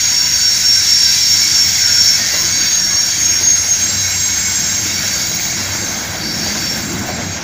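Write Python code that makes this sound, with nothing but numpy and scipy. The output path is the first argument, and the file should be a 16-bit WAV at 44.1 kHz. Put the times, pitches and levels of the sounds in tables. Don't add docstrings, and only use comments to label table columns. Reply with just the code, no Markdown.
import sys
import numpy as np
from scipy import signal
from scipy.fft import rfft, irfft
from scipy.io import wavfile

SR = 44100
rng = np.random.default_rng(int(sys.argv[2]) if len(sys.argv) > 2 else 0)


def level_to_linear(level):
    exponent = np.asarray(level, float) / 20
    return 10 ** exponent


def persist_wave(psi):
    counts = np.round(np.clip(psi, -1, 1) * 32767).astype(np.int16)
    wavfile.write(sys.argv[1], SR, np.atleast_2d(counts).T)


N = 327663
HZ = np.maximum(np.arange(N // 2 + 1) * SR / N, 1)

# (frequency [Hz], density [dB per Hz])
ROAR_COLOUR = [(330, -30), (450, -12.5), (700, -8.5), (1000, -11), (1200, -13), (1550, -3.5), (2950, -13),
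               (4300, -6), (5600, -2), (6600, 0), (7200, -18.5), (8100, -34), (13650, -23.5), (14400, -13)]
SINK_PER_S = .006


def rms_one(x):
    return x / np.sqrt(np.mean(np.abs(x) ** 2) + 1e-20)


def drift(rate, size=N):
    r = np.exp(-80 * np.pi * rate / SR)
    coarse = rng.standard_normal(size // 40 + 2002)
    slow = signal.lfilter([1], [1, -2 * r, r * r], coarse)[2000:]
    unit = slow * (1 - r * r) ** 1.5 / np.sqrt(1 + r * r)
    return np.interp(np.arange(size) / 40, np.arange(len(slow)), unit)


def noise(shape):
    return irfft(rfft(rng.standard_normal(N)) * shape, N)


def colour(points):
    hz, db = np.transpose(points)
    return level_to_linear(np.interp(np.log(HZ), np.log(hz), db))


def swells(t, rows, idle_db, rise, fall):
    peaks = []
    for s, hold, db in rows:
        before = np.maximum(s - t, 0)
        after = np.maximum(t - s - hold, 0)
        peaks.append(db - rise * before - fall * after)
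    return level_to_linear(np.maximum(np.max(peaks, axis=0), idle_db))


def add(out, s, sound):
    at = round(s * SR)
    out[at:at + len(sound)] += sound[:N - at]


def train_db(hz):
    # (time [s], weight rolling nearby [dB], flange pressure [dB])
    passing = [(0.0, -37, -24), (0.97, -38, -21), (1.74, -35, -22), (2.09, -36, -22), (2.36, -33, -24),
               (2.77, -34, -27), (3.14, -35, -26), (3.43, -34, -28), (3.79, -35, -27), (4.51, -35, -28),
               (5.19, -31, -27), (6.17, -27, -34), (6.48, -27, -29), (6.81, -27, -33), (6.95, -25, -34),
               (7.43, -29, -35)]
    # (frequency [Hz], share of weight [1], share of pressure [1])
    follow = [
        (200, 1.01, 0.01),
        (750, .8, 0.01),
        (2200, .1, .3),
        (5500, 0.01, .99),
        (11000, .2, .6),
    ]
    last_car_s, air_loss_db_per_s = 6.8, 17
    t = np.arange(N) / SR
    s, weight, pressure = np.transpose(passing)
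    at, *shares = np.transpose(follow)
    of_weight, of_pressure = [np.interp(np.log(hz), np.log(at), share) for share in shares]
    level = of_weight * (weight - weight.mean()) + of_pressure * (pressure - pressure.mean())
    absorbed = air_loss_db_per_s * min(hz / 11000, 1) ** 2 * np.maximum(t - last_car_s, 0)
    return np.interp(t, s, level) - absorbed


def stick_slip(hz, rough, rate):
    size = len(hz)
    flutter = drift(rate, size=size) + 1j * drift(rate, size=size)
    swing = np.sqrt(1 - rough) + np.sqrt(rough / 2) * flutter
    phase = 2 * np.pi * np.cumsum(hz) / SR + 7 * rng.random()
    return np.sqrt(2) * np.real(swing * np.exp(1j * phase))


def singers(trim_db):
    # (entry frequency [Hz], leaving frequency [Hz], entry roughness [0-1], leaving roughness [0-1])
    modes = [(5562, 5460, .15, .15), (5590, 5540, .3, .2), (6545, 6452, .05, .6), (7530, 7395, .1, .4),
             (4587, 4545, .3, .6), (4600, 4552, .4, .4), (6632, 6612, .2, .4)]
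    # (entry time [s], leaving time [s], idling level [dB])
    passages = [(0.0, 2.2, -25), (2.25, 3.65, -33), (2.3, 4.9, -28), (3.5, 4.95, -37), (0.0, 1.5, -33),
                (2.3, 3.7, -36), (0.0, 0.6, -31)]
    # (time [s], hold [s], level [dB])
    grips = [
        [(0.0, .08, -21), (0.195, .01, -16), (0.45, .05, -15), (0.66, .15, -14.5), (0.89, .165, -13),
         (1.095, .01, -13), (1.21, .11, -16), (1.4, .04, -17.5), (1.58, .05, -14), (1.8, .11, -19),
         (1.96, .16, -14)],
        [(2.6, .03, -23), (2.83, .02, -17), (2.99, .04, -14), (3.26, .1, -21)],
        [(2.55, .07, -18), (2.73, .03, -15), (2.93, .06, -18), (3.24, .1, -17), (3.48, .06, -12),
         (3.69, .03, -15.5), (3.82, .02, -17), (4.0, .05, -19.5), (4.2, .22, -22), (4.53, .08, -22)],
        [(3.86, .1, -23), (4.13, .68, -25)],
        [(0.4, .03, -25)],
        [(2.56, .17, -25)],
        [(0.0, .08, -17)],
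    ]
    bite_db_per_s, slip_db_per_s = 170, 130
    out = np.zeros(N)
    for (enter_hz, leave_hz, *rough), (start, end, idle_db), rows in zip(modes, passages, grips):
        t = np.arange(start, end, 1 / SR)
        hz = np.linspace(enter_hz, leave_hz, len(t)) + 5.0 * drift(3.0, size=len(t))
        tone = stick_slip(hz, rough=np.linspace(*rough, len(t)), rate=40.0)
        grip = swells(t, rows, idle_db + trim_db, bite_db_per_s, slip_db_per_s)
        add(out, start, signal.windows.tukey(len(t), .04) * level_to_linear(trim_db) * grip * tone)
    return out


def squeals(trim_db):
    # (time [s], length [s], entry
    # frequency [Hz], level [dB])
    catches = [(0.07, 0.28, 5492, -21.5), (0.096, 0.28, 5606, -22), (0.304, 1.17, 3995, -33.5),
               (0.375, 0.78, 5988, -40), (0.44, 1.01, 5236, -28.5), (0.45, 0.94, 6521, -34),
               (0.642, 1.2, 7487, -38), (0.785, 0.49, 4746, -28), (0.908, 0.79, 4638, -29),
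               (1.171, 1.57, 5456, -27), (1.17, 1.7, 2229, -35), (1.79, 0.36, 5535, -20),
               (2.139, 0.66, 3977, -32), (2.61, 0.3, 5533, -26), (2.6, 0.3, 3620, -36),
               (3.132, 0.76, 5285, -32), (3.275, 0.41, 5629, -29.3), (3.658, 0.26, 5720, -29.1),
               (3.71, 0.35, 4550, -35), (3.8, 0.55, 3975, -34), (3.95, 0.61, 2212, -32),
               (4.209, 0.4, 6426, -24), (4.3, 0.9, 7430, -31), (4.72, 0.93, 2215, -35.4),
               (4.84, 0.42, 5511, -30.0), (5.045, 1.1, 7435, -36), (5.61, 0.43, 6485, -30),
               (5.736, 0.26, 6366, -27.8), (6.506, .92, 7443, -35), (7.17, 0.22, 6534, -28.5),
               (0.0, 0.92, 8627, -44), (0.37, 1.36, 9604, -41), (0.489, 1.64, 12863, -43.5),
               (0.57, 0.93, 10627, -45.5), (0.853, 0.84, 8746, -46.4), (1.46, 0.33, 14463, -44),
               (1.52, 1.1, 12845, -49), (2.104, 1.45, 8689, -43.5), (2.26, 1.22, 8596, -45),
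               (3.08, 0.82, 15288, -42.1), (3.12, 0.54, 9819, -45), (3.24, 0.77, 10515, -49),
               (3.48, 0.38, 9497, -42), (3.83, 0.85, 14494, -42.2), (4.44, 0.13, 8775, -40),
               (4.72, 0.3, 15293, -40.5), (5.0, 0.23, 11533, -45), (5.24, 0.27, 15128, -31),
               (6.36, 0.81, 14957, -44), (6.734, 0.24, 9078, -51.5)]
    out = np.zeros(N)
    for s, length, hz, db in catches:
        t = np.arange(round((length + 0.031) * SR)) / SR
        tone = stick_slip(hz * (1 - SINK_PER_S * t), rough=.85, rate=28.0)
        grip_db = 2.2 * drift(5.0, size=len(t))
        add(out, s, level_to_linear(db + trim_db + grip_db) * signal.windows.tukey(len(t), .35) * tone)
    return out


def rubbed_wheels(level_db, swell_db, chatter_db, widen):
    # (frequency [Hz], width [Hz], level [dB])
    wheel_modes = [(1610, 56, -13.5), (2185, 112, -6), (2740, 120, -12.5), (3320, 100, -11), (3900, 54, -5),
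                   (4573, 68, -3), (5570, 86, 1), (6730, 160, 0.5), (7533, 107, -8.5), (8460, 82, -18),
                   (9360, 200, -22.5), (10580, 220, -21), (11530, 71, -19), (12400, 73, -22.5),
                   (12800, 83, -27), (13600, 180, -35)]
    out = np.zeros(N)
    for hz, width, db in wheel_modes:
        resonance = 1 / (1 + ((HZ - hz) / (width * widen)) ** 2)
        change = train_db(hz) + swell_db * drift(0.97) + chatter_db * drift(20.0)
        out += level_to_linear(level_db + db + change) * noise(resonance)
    return out


def rasps():
    # (time [s], length [s], frequency [Hz], width [Hz], level [dB])
    bites = [(0.0, .4, 990, 40, -43), (.15, .3, 1580, 120, -36), (.7, .3, 2150, 120, -36),
             (.95, .3, 985, 40, -45), (1.0, .25, 3930, 250, -27), (1.75, .5, 1560, 100, -34),
             (2.36, .1, 1050, 80, -37), (2.6, .27, 1770, 25, -37), (2.88, .14, 2150, 100, -34),
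             (2.9, .1, 1150, 150, -37), (2.95, .25, 1760, 25, -40), (3.17, .08, 11000, 5000, -40),
             (3.9, .35, 5600, 300, -27), (4.0, .4, 985, 40, -46), (5.0, .6, 6500, 250, -25),
             (6.195, .14, 4600, 250, -26), (6.22, .27, 5480, 70, -27), (6.22, .18, 5040, 50, -35),
             (6.41, .13, 4580, 250, -28), (6.46, .1, 6400, 80, -29), (6.5, .7, 215, 40, -34),
             (6.56, .14, 4580, 250, -27), (6.57, .24, 5470, 60, -24), (7.02, .24, 670, 220, -32)]
    out = np.zeros(N)
    for s, length, hz, width, db in bites:
        size = round(length * SR)
        band = signal.butter(2, [hz - width / 2, hz + width / 2], "band", fs=SR, output="sos")
        shaken = rms_one(signal.sosfilt(band, rng.standard_normal(SR))[-size:])
        add(out, s, level_to_linear(db) * signal.windows.tukey(size, .25) * shaken)
    return out


def roar(level_db, patchy_db, shared_db):
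    out = np.zeros(N)
    together = drift(1.7) + drift(8.4)
    shape = colour(ROAR_COLOUR)
    for octave in np.arange(8, 14.5, .5):
        slot = np.cos(np.pi * np.clip(np.log2(HZ) - octave, -.5, .5))
        flicker = patchy_db * (drift(2.4) + drift(29.0)) + shared_db * together
        out += level_to_linear(level_db + train_db(2 ** octave) + flicker) * noise(shape * slot)
    return out


def knocks(trim_db, t60):
    # (time [s], peak level [dB], frequency [Hz])
    joints = [(1.999, -25, 980), (2.192, -20, 700), (2.337, -15, 600), (2.425, -18, 332), (3.407, -15, 345),
              (4.854, -17, 301), (5.033, -18.5, 649), (5.308, -18, 618), (5.744, -17, 361),
              (5.812, -18.5, 526), (5.92, -35, 355), (6.026, -19, 644), (6.145, -15.5, 765),
              (6.279, -32, 677), (6.343, -23, 714), (6.46, -14, 625), (6.55, -12, 301), (6.703, -20, 353),
              (7.085, -9.5, 732), (7.182, -11, 720)]
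    out = np.zeros(N)
    t = np.arange(SR // 5) / SR
    shape = (1 - np.exp(-t / 0.0048)) * level_to_linear(-60 * t / t60)
    body = signal.butter(2, [150, 1100], "band", fs=SR, output="sos")
    for s, db, hz in joints:
        puff = rms_one(signal.sosfilt(body, rng.standard_normal(len(t))))
        lower_ring = np.sin(2 * np.pi * .82 * hz * t + 7 * rng.random())
        rings = np.sin(2 * np.pi * hz * t) + 0.45 * lower_ring
        add(out, s, level_to_linear(db + trim_db) * shape * (rings + 0.79 * puff))
    return out


def hum(hz, trim_db):
    # (time [s], hold [s], level [dB])
    drones = [
        (1.85, .3, -35),
        (3.38, .05, -32),
        (3.64, .75, -31),
        (4.74, .2, -32),
        (5.57, .4, -32),
        (7.2, .1, -31),
    ]
    level = swells(np.arange(N) / SR, drones, idle_db=-39, rise=70, fall=25) * level_to_linear(trim_db)
    return level * stick_slip(np.full(N, hz), rough=.35, rate=5.0)


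def far_squeals(over_db, count):
    out = np.zeros(N)
    level, pressure = colour(ROAR_COLOUR), train_db(5500)
    for when, pitch, span, strength in rng.random((count, 4)):
        hz = 1400 + 14050 * pitch
        t = np.arange(round((.08 + .35 * span ** 2) * SR)) / SR
        tone = stick_slip(hz * (1 - SINK_PER_S * t), rough=.6, rate=12.0)
        fading = pressure[int(when * N)]
        gain = level[round(hz * N / SR)] * level_to_linear(over_db + 8.0 * strength + 3.0 * pitch + fading)
        add(out, when * N / SR, gain * np.hanning(len(t)) * tone)
    return out


def rumble(level_db, lumpy_db):
    # (frequency [Hz], density [dB per Hz])
    rumble_colour = [(20, -14), (33, -21), (50, -24), (64, -4), (95, -3.5), (140, -6.5), (205, -3.5),
                     (270, -10), (350, -9.5), (450, -29.5), (600, -72)]
    near = 1 / (1 + (105 / HZ) ** 4)
    swell = train_db(200) + lumpy_db * drift(5.3)
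    shape = level_to_linear(level_db) * colour(rumble_colour)
    passing = level_to_linear(swell) * noise(shape * np.sqrt(near))
    steady = noise(shape * np.sqrt(1 - near))
    return passing + steady


def scene():
    tones = singers(trim_db=2.1) + squeals(trim_db=0.0) + far_squeals(over_db=-37, count=1100)
    wheels = rubbed_wheels(level_db=-9, swell_db=1.0, chatter_db=2.0, widen=1.67) + rasps()
    rolling = roar(level_db=-11.5, patchy_db=0.98, shared_db=0.68)
    low = knocks(trim_db=-6.5, t60=0.11) + hum(hz=96.2, trim_db=-2.5) + rumble(level_db=-7, lumpy_db=1.85)
    return np.tile(tones + wheels + rolling + low, (2, 1))


def top_cut(x):
    return signal.sosfilt(signal.butter(12, 16480, fs=SR, output="sos"), x)


def record(dry):
    cutoff_hz = 15495
    rounded = 1.05 * np.tanh(dry / 1.05)
    mix = irfft(rfft(rounded) * (HZ < cutoff_hz), N)
    return top_cut(mix)


dry = scene()
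out = record(dry)
persist_wave(out)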